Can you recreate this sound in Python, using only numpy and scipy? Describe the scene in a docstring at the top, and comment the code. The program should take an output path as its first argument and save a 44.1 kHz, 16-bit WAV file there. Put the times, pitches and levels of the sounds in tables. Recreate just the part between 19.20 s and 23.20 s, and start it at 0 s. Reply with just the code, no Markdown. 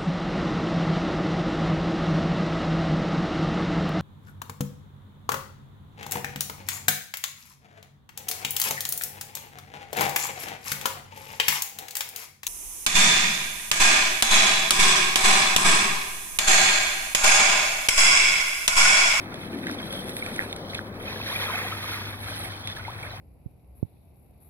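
"""An ice hole, a bather shifting in it: slush crackles, floes knock, thin ice snaps, shards chink.
Each leg lifts and water pours off it in bubbles, which ring and rise in pitch as they near the surface.
Wind rumbles, dying away. The camera hums and whines faintly; its two close ports hear bass alike
and treble opposed. Sources are (mid, side) pairs; bearing is the side weight, left positive."""
import sys
import numpy as np
from scipy import signal
from scipy.fft import rfft, irfft
from scipy.io import wavfile
from scipy.ndimage import uniform_filter1d

SR = 44100
rng = np.random.default_rng(int(sys.argv[2]) if len(sys.argv) > 2 else 0)


def wav_out(sig):
    """Save sig, one row per channel (or a flat mono array), as 16-bit PCM at SR to the path in sys.argv[1]."""
    wavfile.write(sys.argv[1], SR, np.round(np.clip(np.atleast_2d(sig).T, -1, 1) * 32767).astype(np.int16))


N = 176400
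T = np.arange(N) / SR
FREQS_HZ = np.arange(N // 2 + 1) * SR / N
BEARING_SCATTER = 0.65

# Stirring strength. Each row: time in seconds, then gurgle, patter and crackle gains in dB.
SLOSH_DB = [(0.0, -43.5, -48, -51), (0.1, -46.5, -51, -58), (0.24, -43, -43.5, -48),
            (0.39, -45.5, -49, -50), (0.48, -42, -42.5, -48), (0.72, -41.5, -41, -41.5),
            (0.95, -43, -42.5, -42), (1.12, -39.5, -43.5, -41), (1.22, -40, -41.5, -44.5),
            (1.4, -55.5, -47.5, -55), (1.585, -40.5, -38, -45.5), (1.62, -55, -52.5, -55.5),
            (1.785, -52, -53, -58), (1.82, -47, -45.5, -48.5), (1.875, -42.5, -38.5, -49.5),
            (2.03, -40, -39.5, -48), (2.13, -33, -34, -36.5), (2.34, -30, -36.5, -40),
            (2.58, -35.5, -39.5, -42.5), (2.73, -33, -35.5, -40), (2.87, -38, -40.5, -46.5),
            (2.98, -50.5, -45.5, -50), (3.07, -39.5, -41, -45.5), (3.21, -38.5, -38, -37.5),
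            (3.36, -41.5, -42, -45.5), (3.48, -44, -40, -46), (3.62, -43, -47, -52),
            (3.78, -44, -46.5, -51.5), (3.9, -44, -46, -52), (4.0, -49, -49, -55.5)]


def undb(db):
    """Decibels to gain."""
    return 10 ** (np.asarray(db) / 20)


def unit(x):
    """Scale to rms 1."""
    return x / np.sqrt(np.mean(x ** 2))


def curve(rows, column=1):
    """Gain over time from one dB column."""
    rows = np.array(rows)
    return undb(np.interp(T, rows[:, 0], rows[:, column]))


def response(points):
    """Gain per frequency from (Hz, dB) points."""
    hz, db = np.array(points).T
    return undb(np.interp(np.log(FREQS_HZ + 1), np.log(hz), db))


def colour(x, points):
    """Filter by (Hz, dB) points."""
    return irfft(rfft(x) * response(points), N)


def walk(rate_hz):
    """Smooth random drift, rms 1."""
    hold = max(int(SR / rate_hz), 1)
    return unit(uniform_filter1d(np.repeat(rng.standard_normal(1000), hold)[:N], hold))


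def decay(t, t60_s):
    """Exponential fall, 60 dB in t60_s."""
    return np.exp(-np.log(1000) * t / t60_s)


def add(out, start_s, sound, bearing):
    """Mix a short sound into (mid, side)."""
    i = int(max(start_s, 0) * SR)
    part = sound[:max(N - i, 0)]
    out[:, i:i + len(part)] += np.array([part, bearing * part])


def noise(points, width):
    """Coloured noise, side scaled by width."""
    return unit(colour(rng.standard_normal((2, N)), points)) * np.array([[1], [width]])


def ring(hz, t60_s, rise=0, attack_s=0.0012):
    """Damped note of a bubble or shard; rise is the share of pitch gained over t60_s."""
    t = T[:int(t60_s * SR) + 2]
    envelope = (1 - np.exp(-t / attack_s)) * decay(t, t60_s)
    return envelope * np.sin(2 * np.pi * hz * t * (1 + rise * t / t60_s / 2))


def camera(motor_hz=100.1, whine_hz=15734, whine_db=-69, hiss_db=-57):
    """Motor hum, thin electrical whine and hiss."""
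    motor_db = [(0, -48.5), (1.2, -48.5), (2.5, -42), (4, -44.5)]  # Each row: time in seconds, hum level in dB.
    hiss_colour = [(3500, -1), (5000, -14), (10500, 15), (15500, 23)]  # Each row: frequency in Hz, gain in dB.
    hum_hz = motor_hz * (1 + 0.0036 * walk(8.28))
    hum = np.sqrt(2) * np.sin(2 * np.pi * np.cumsum(hum_hz) / SR) * curve(motor_db)
    whine = np.sqrt(2) * np.sin(2 * np.pi * whine_hz * T) * undb(whine_db)
    return np.array([hum + whine, whine]) + noise(hiss_colour, width=0.8) * undb(hiss_db)


def wind():
    """Low rumble, higher rush, deep buffeting and distant open air."""
    # Wind strength. Each row: time in seconds, level in dB.
    rumble_db = [(0, -40.5), (.7, -38.5), (1.8, -44), (3.3, -45.5), (4, -55)]
    rush_db = [(0, -44.5), (.9, -40.5), (1.9, -41.5), (3, -51.5), (4, -53)]
    buffet_db = [(0, -50.5), (4, -44.5)]
    # Spectra. Each row: frequency in Hz, gain in dB.
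    rumble_colour = [(90, -52), (140, -2), (200, 5), (310, 0.5), (380, -1.5), (520, -38.5)]
    rush_colour = [(250, -7), (380, -2), (510, 1.5), (700, -4.5), (1000, -15), (1600, -23), (2600, -25),
                   (4000, -53)]
    buffet_colour = [(15, -24), (28, -12), (40, -1), (70, 5), (110, 9), (150, 2.5), (250, -30.5)]
    distant_colour = [(400, -10.5), (800, 5.5), (1300, 4), (2400, -3), (3500, -57), (5000, -60)]
    rumble = noise(rumble_colour, width=0.52) * curve(rumble_db) * undb(-0.5 + 0.35 * walk(18))
    rush = noise(rush_colour, width=0.31) * curve(rush_db) * undb(0.5 + 0.86 * walk(18))
    buffet = noise(buffet_colour, width=0.7) * curve(buffet_db)
    distant = noise(distant_colour, width=0.99) * undb(-46)
    return rumble + rush + buffet + distant


def gust(width_hz=74):
    """A low, hollow gust of wind: one rough swell, sinking in pitch."""
    glide = [(.3, 299.6, -54), (.335, 309.5, -31.5), (.39, 306.2, -38.5), (.43, 297.5, -32),
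             (.53, 251, -39), (.64, 240, -48)]  # Each row: time in seconds, pitch in Hz, level in dB.
    times_s, hz, _ = np.array(glide).T
    rough = unit(irfft(rfft(rng.standard_normal((2, N))) / (1 + (FREQS_HZ / width_hz) ** 4), N))
    phase = 2 * np.pi * np.cumsum(np.interp(T, times_s, hz)) / SR
    swell = rough[0] * np.sin(phase) + rough[1] * np.cos(phase)
    gate = (T > times_s[0]) * (T < times_s[-1])
    return np.array([swell * curve(glide, column=2) * gate, np.zeros(N)])


def shards(ticks_per_s=32, chinks_per_s=26, chink_hz=3593):
    """Loose shards touch at random: ticks and chinks, as strong as the water is stirred."""
    tick_colour = [(7400, -20), (10200, 13), (15500, -19)]  # Each row: frequency in Hz, gain in dB.
    ticks, chinks = np.zeros((2, 2, N))
    t = T[:SR // 40]
    for when, size, place in rng.random((int(ticks_per_s * N / SR), 3)):
        tick = rng.standard_normal(len(t)) * decay(t, t60_s=0.01)
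        add(ticks, when * N / SR, tick * undb(4 + 2 * size), np.sign(place - 0.5))
    for when, size, place, pitch in rng.random((int(chinks_per_s * N / SR), 4)):
        chink = ring(chink_hz * (1 + 0.159 * (2 * pitch - 1)), t60_s=0.033)
        add(chinks, when * N / SR, chink * undb(6 + 2 * size), np.sign(place - 0.5))
    return colour(ticks, tick_colour) * curve(SLOSH_DB, column=3) + chinks * curve(SLOSH_DB, column=2)


def tinkles(taps_per_s=90):
    """A jostled shard rattles, each touch at a slightly different pitch."""
    rattles = [(0.582, .79, 3334, -41), (3.425, 3.52, 3440, -40)]  # Each row: start and end in seconds, pitch in Hz, rms level in dB.
    out = np.zeros((2, N))
    for start_s, end_s, hz, db in rattles:
        taps = np.zeros((2, N))
        span_s = end_s - start_s
        for k, (late, size, pitch) in enumerate(rng.random((int(span_s * taps_per_s) + 1, 3))):
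            tap = ring(hz * (1 + 0.028 * (2 * pitch - 1)), t60_s=0.033)
            add(taps, start_s + (k + late) / taps_per_s, size * tap, bearing=-1)
        out += unit(taps) * np.sqrt(span_s * SR / N) * undb(db)
    return out


def ice_snaps(ring_db=-2):
    """Thin plates snap: a bright noise burst and a brief ring."""
    snaps = [(.142, -31.5, 3420), (.469, -30.5, 3900), (.513, -30.5, 5400), (0.727, -31.5, 10000),
             (0.894, -31.5, 9700), (.967, -24, 10300), (1.063, -28, 2370), (1.162, -25.5, 14300),
             (1.328, -28, 3570), (1.363, -30, 12500), (1.546, -28.5, 3990), (1.550, -29.5, 3500),
             (3.043, -35, 10400), (3.474, -27, 3740), (3.828, -35.5, 12500)]  # Each row: start in seconds, level before colouring in dB, pitch in Hz.
    snap_colour = [(1200, -8), (2200, 13), (3600, 11.5), (5000, 3.5), (7400, 0.5), (10000, 7), (12000, -6),
                   (15500, -17)]  # Each row: frequency in Hz, gain in dB.
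    out, t = np.zeros((2, N)), T[:SR // 20]
    for start_s, db, hz in snaps:
        crack = rng.standard_normal(len(t)) + undb(ring_db) * np.sin(2 * np.pi * hz * t)
        add(out, start_s, undb(db) * crack * decay(t, t60_s=0.013), bearing=-0.9)
    return colour(out, snap_colour)


def floe_knocks(swell_s=0.00084):
    """Floes collide and ring for a few water-damped cycles."""
    knocks = [(0.4685, 1780, -18.5, -0.99), (.471, 1800, -23.5, -0.99), (0.483, 1940, -25, -.8),
              (0.497, 1520, -20.5, -1), (0.549, 910, -29, -1), (1.183, 1980, -24, -1),
              (1.192, 1870, -14, -1.8), (1.203, 1870, -20, -1), (1.210, 1790, -22, -1),
              (1.225, 2050, -29, -1), (1.534, 2080, -24.5, -1), (1.591, 1600, -16.5, -0.55),
              (2.001, 950, -24, 0.088), (2.87, 1290, -26, -0.074)]  # Each row: start in seconds, pitch in Hz, level in dB, bearing.
    out, t = np.zeros((2, N)), T[:SR // 20]
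    envelope = (t / swell_s * np.exp(1 - t / swell_s)) ** 2
    for start_s, hz, db, bearing in knocks:
        add(out, start_s, undb(db) * envelope * np.sin(2 * np.pi * hz * t), bearing)
    return out


def plops():
    """Single bubbles and drops ring out above the swarm."""
    # Each row: start in seconds, pitch in Hz, level in dB, t60 in seconds, rise share, bearing.
    drops = [(1.024, 2210, -19.5, 0.029, 0.096, -1.6), (1.878, 2500, -21, .035, 0.055, 0.98),
             (1.959, 1620, -23.5, 0.023, 0.16, -1.1), (2.014, 2580, -16.5, 0.017, .05, 1),
             (2.124, 3780, -24, 0.026, .04, -1.6), (2.160, 2350, -9, 0.025, .06, 0.59),
             (2.223, 3150, -13.5, .014, .08, 0.86), (2.266, 3300, -21.5, 0.037, .04, 1),
             (2.335, 2150, -19, .04, 0.11, 0.97), (2.448, 687, -25.5, 0.076, 0.83, 0),
             (2.479, 3260, -28, 0.04, .04, 1), (2.523, 1267, -17.5, 0.046, 0.17, .1),
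             (2.741, 2090, -18, 0.02, 0.11, 0.81), (3.11, 590, -31.5, 0.06, 0.3, 0),
             (3.566, 1665, -22, 0.024, .1, -0.28), (3.595, 1450, -26, 0.041, 0.077, .3),
             (3.650, 2080, -19, .03, 0.11, 0.41), (3.680, 820, -23, 0.084, 1.64, .1),
             (3.831, 2260, -15.5, 0.024, 0.092, -0.51), (3.905, 3980, -22.5, .04, .03, 0.11),
             (3.935, 640, -33.5, 0.065, 0.81, 0)]
    out = np.zeros((2, N))
    for start_s, hz, db, t60_s, rise, bearing in drops:
        add(out, start_s, undb(db) * ring(hz, t60_s, rise), bearing)
    return out


def bubbles(low_hz, high_hz, bearing, rate_per_s=300):
    """A swarm of bubbles of random size and place, each rising in pitch as it nears the surface."""
    out = np.zeros((2, N))
    for when, pitch, life, loud, place in rng.random((int(rate_per_s * N / SR), 5)):
        hz = low_hz + (high_hz - low_hz) * pitch
        cycles = 19.8 * (0.5 + 2 * life)
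        bubble = ring(hz, t60_s=cycles / hz, rise=0.29 * life)
        gain_db = min(-np.log(1 - loud), 3.5)
        offset = BEARING_SCATTER * np.sqrt(12) * (place - 0.5)
        add(out, when * N / SR, undb(gain_db) * bubble, bearing[int(when * N)] + offset)
    return out


def clicks(bearing, uneven, base_per_s=5000, spread_db=1.5):
    """Tiny contacts of ice grains and droplets, denser and smaller where the flow is even."""
    size, place, sign = rng.standard_normal((3, N))
    contact = rng.random(N) < base_per_s / uneven / SR
    hits = contact * np.sqrt(uneven) * np.sign(sign) * undb(spread_db * np.minimum(size, 2.8))
    return np.array([hits, hits * (bearing + BEARING_SCATTER * place)])


def water(flicker_db=1.66, surge_db=1.5, stir_bearing=-0.23, pour_bearing=0.31):
    """Stirred slush gurgles, patters and crackles; the pour off a leg is steadier and to the left."""
    pour_s = (1.85, 2.98, 0.23)  # Stream off the raised leg: start, end and fade in seconds.
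    # Spectra. Each row: frequency in Hz, gain in dB.
    stir_gurgle = [(450, -13.5), (700, -6), (1000, -6), (1500, 1.5), (2200, 5), (2700, 4.5), (3200, -47)]
    pour_gurgle = [(300, -25), (500, -13), (800, -10), (1150, -0.5), (1600, 1), (2200, 3.5), (2700, 2.5),
                   (3200, -17)]
    patter_colour = [(2400, -26), (2950, 0), (3350, -1), (4100, -3), (4700, -5), (5500, -6), (6300, -14.5),
                     (7300, -33.5)]
    stir_crackle = [(5500, -44), (7600, -10.5), (8700, -1), (10000, 2), (11000, -1), (12600, -5.5),
                    (15500, -22)]
    pour_crackle = [(5500, -27), (7600, -16), (8800, -15), (10000, 6.5), (11400, 6.5), (13000, 0.5),
                    (15500, -27)]
    pour_side = [(1350, -6.5), (2000, 0.5)]  # side only: the stream's large, low bubbles rise close together
    start_s, end_s, fade_s = pour_s
    pour = np.clip(np.minimum(T - start_s, end_s - T) / fade_s + 0.5, 0, 1)
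    bearing = stir_bearing + pour * (pour_bearing - stir_bearing)
    uneven = 1 - 0.55 * pour

    def blend(x, stirred, poured):
        return np.sqrt(1 - pour) * unit(colour(x, stirred)) + np.sqrt(pour) * unit(colour(x, poured))

    def froth(low_hz, high_hz, click_gain):
        return unit(bubbles(low_hz, high_hz, bearing)) + click_gain * unit(clicks(bearing, uneven))

    gurgle = blend(froth(low_hz=415.4, high_hz=2897, click_gain=2.3), stir_gurgle, pour_gurgle)
    gurgle[1] = (1 - pour) * gurgle[1] + pour * colour(gurgle[1], pour_side)
    patter = unit(colour(froth(low_hz=2885, high_hz=4300, click_gain=4.5), patter_colour))
    crackle = blend(clicks(bearing, uneven), stir_crackle, pour_crackle)
    flicker = undb(flicker_db * uneven * walk(45))
    out = np.zeros((2, N))
    for column, layer, trim_db in [(1, gurgle, 0.4), (2, patter, 0.64), (3, crackle, -0.3)]:
        surge = undb(trim_db + surge_db * uneven * walk(24.005))
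        out += layer * surge * curve(SLOSH_DB, column)
    return flicker * out


def scene():
    """Left and right at two close ports: side is a quarter cycle off mid and strongest in the treble."""
    side_ratio = [(60, -13), (400, -9.5), (700, -4), (1100, 1), (1500, 2), (2300, 9), (4200, 13),
                  (6300, 17.5), (9000, 13), (15000, 9)]  # Each row: frequency in Hz, side over mid in dB.
    left_lead = [(600, 3), (1100, 3.5), (2100, -3), (3800, 0.5), (9000, -1.5), (12000, 1)]  # Each row: frequency in Hz, left over right in dB.
    pool = water() + gust() + plops() + floe_knocks() + ice_snaps() + tinkles()
    mid, side = rfft(pool + wind() + camera() + shards())
    angle = np.arctan(response(side_ratio))
    mid, side = mid * np.cos(angle), 1j * side * np.sin(angle)
    lean = np.sqrt(response(left_lead))
    return irfft(np.array([(mid + side) * lean, (mid - side) / lean]), N)


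def record(dry, top_hz=15900):
    """Two narrow dips in the response and a steep top edge."""
    dips = [(2850, 334), (4990, 240)]  # Each row: centre in Hz, width in Hz.
    for hz, width_hz in dips:
        dry = signal.lfilter(*signal.iirnotch(hz, hz / width_hz, SR), dry)
    return signal.sosfilt(signal.ellip(10, 0.2, 70, top_hz, fs=SR, output="sos"), dry)


dry = scene()
out = record(dry)
wav_out(out)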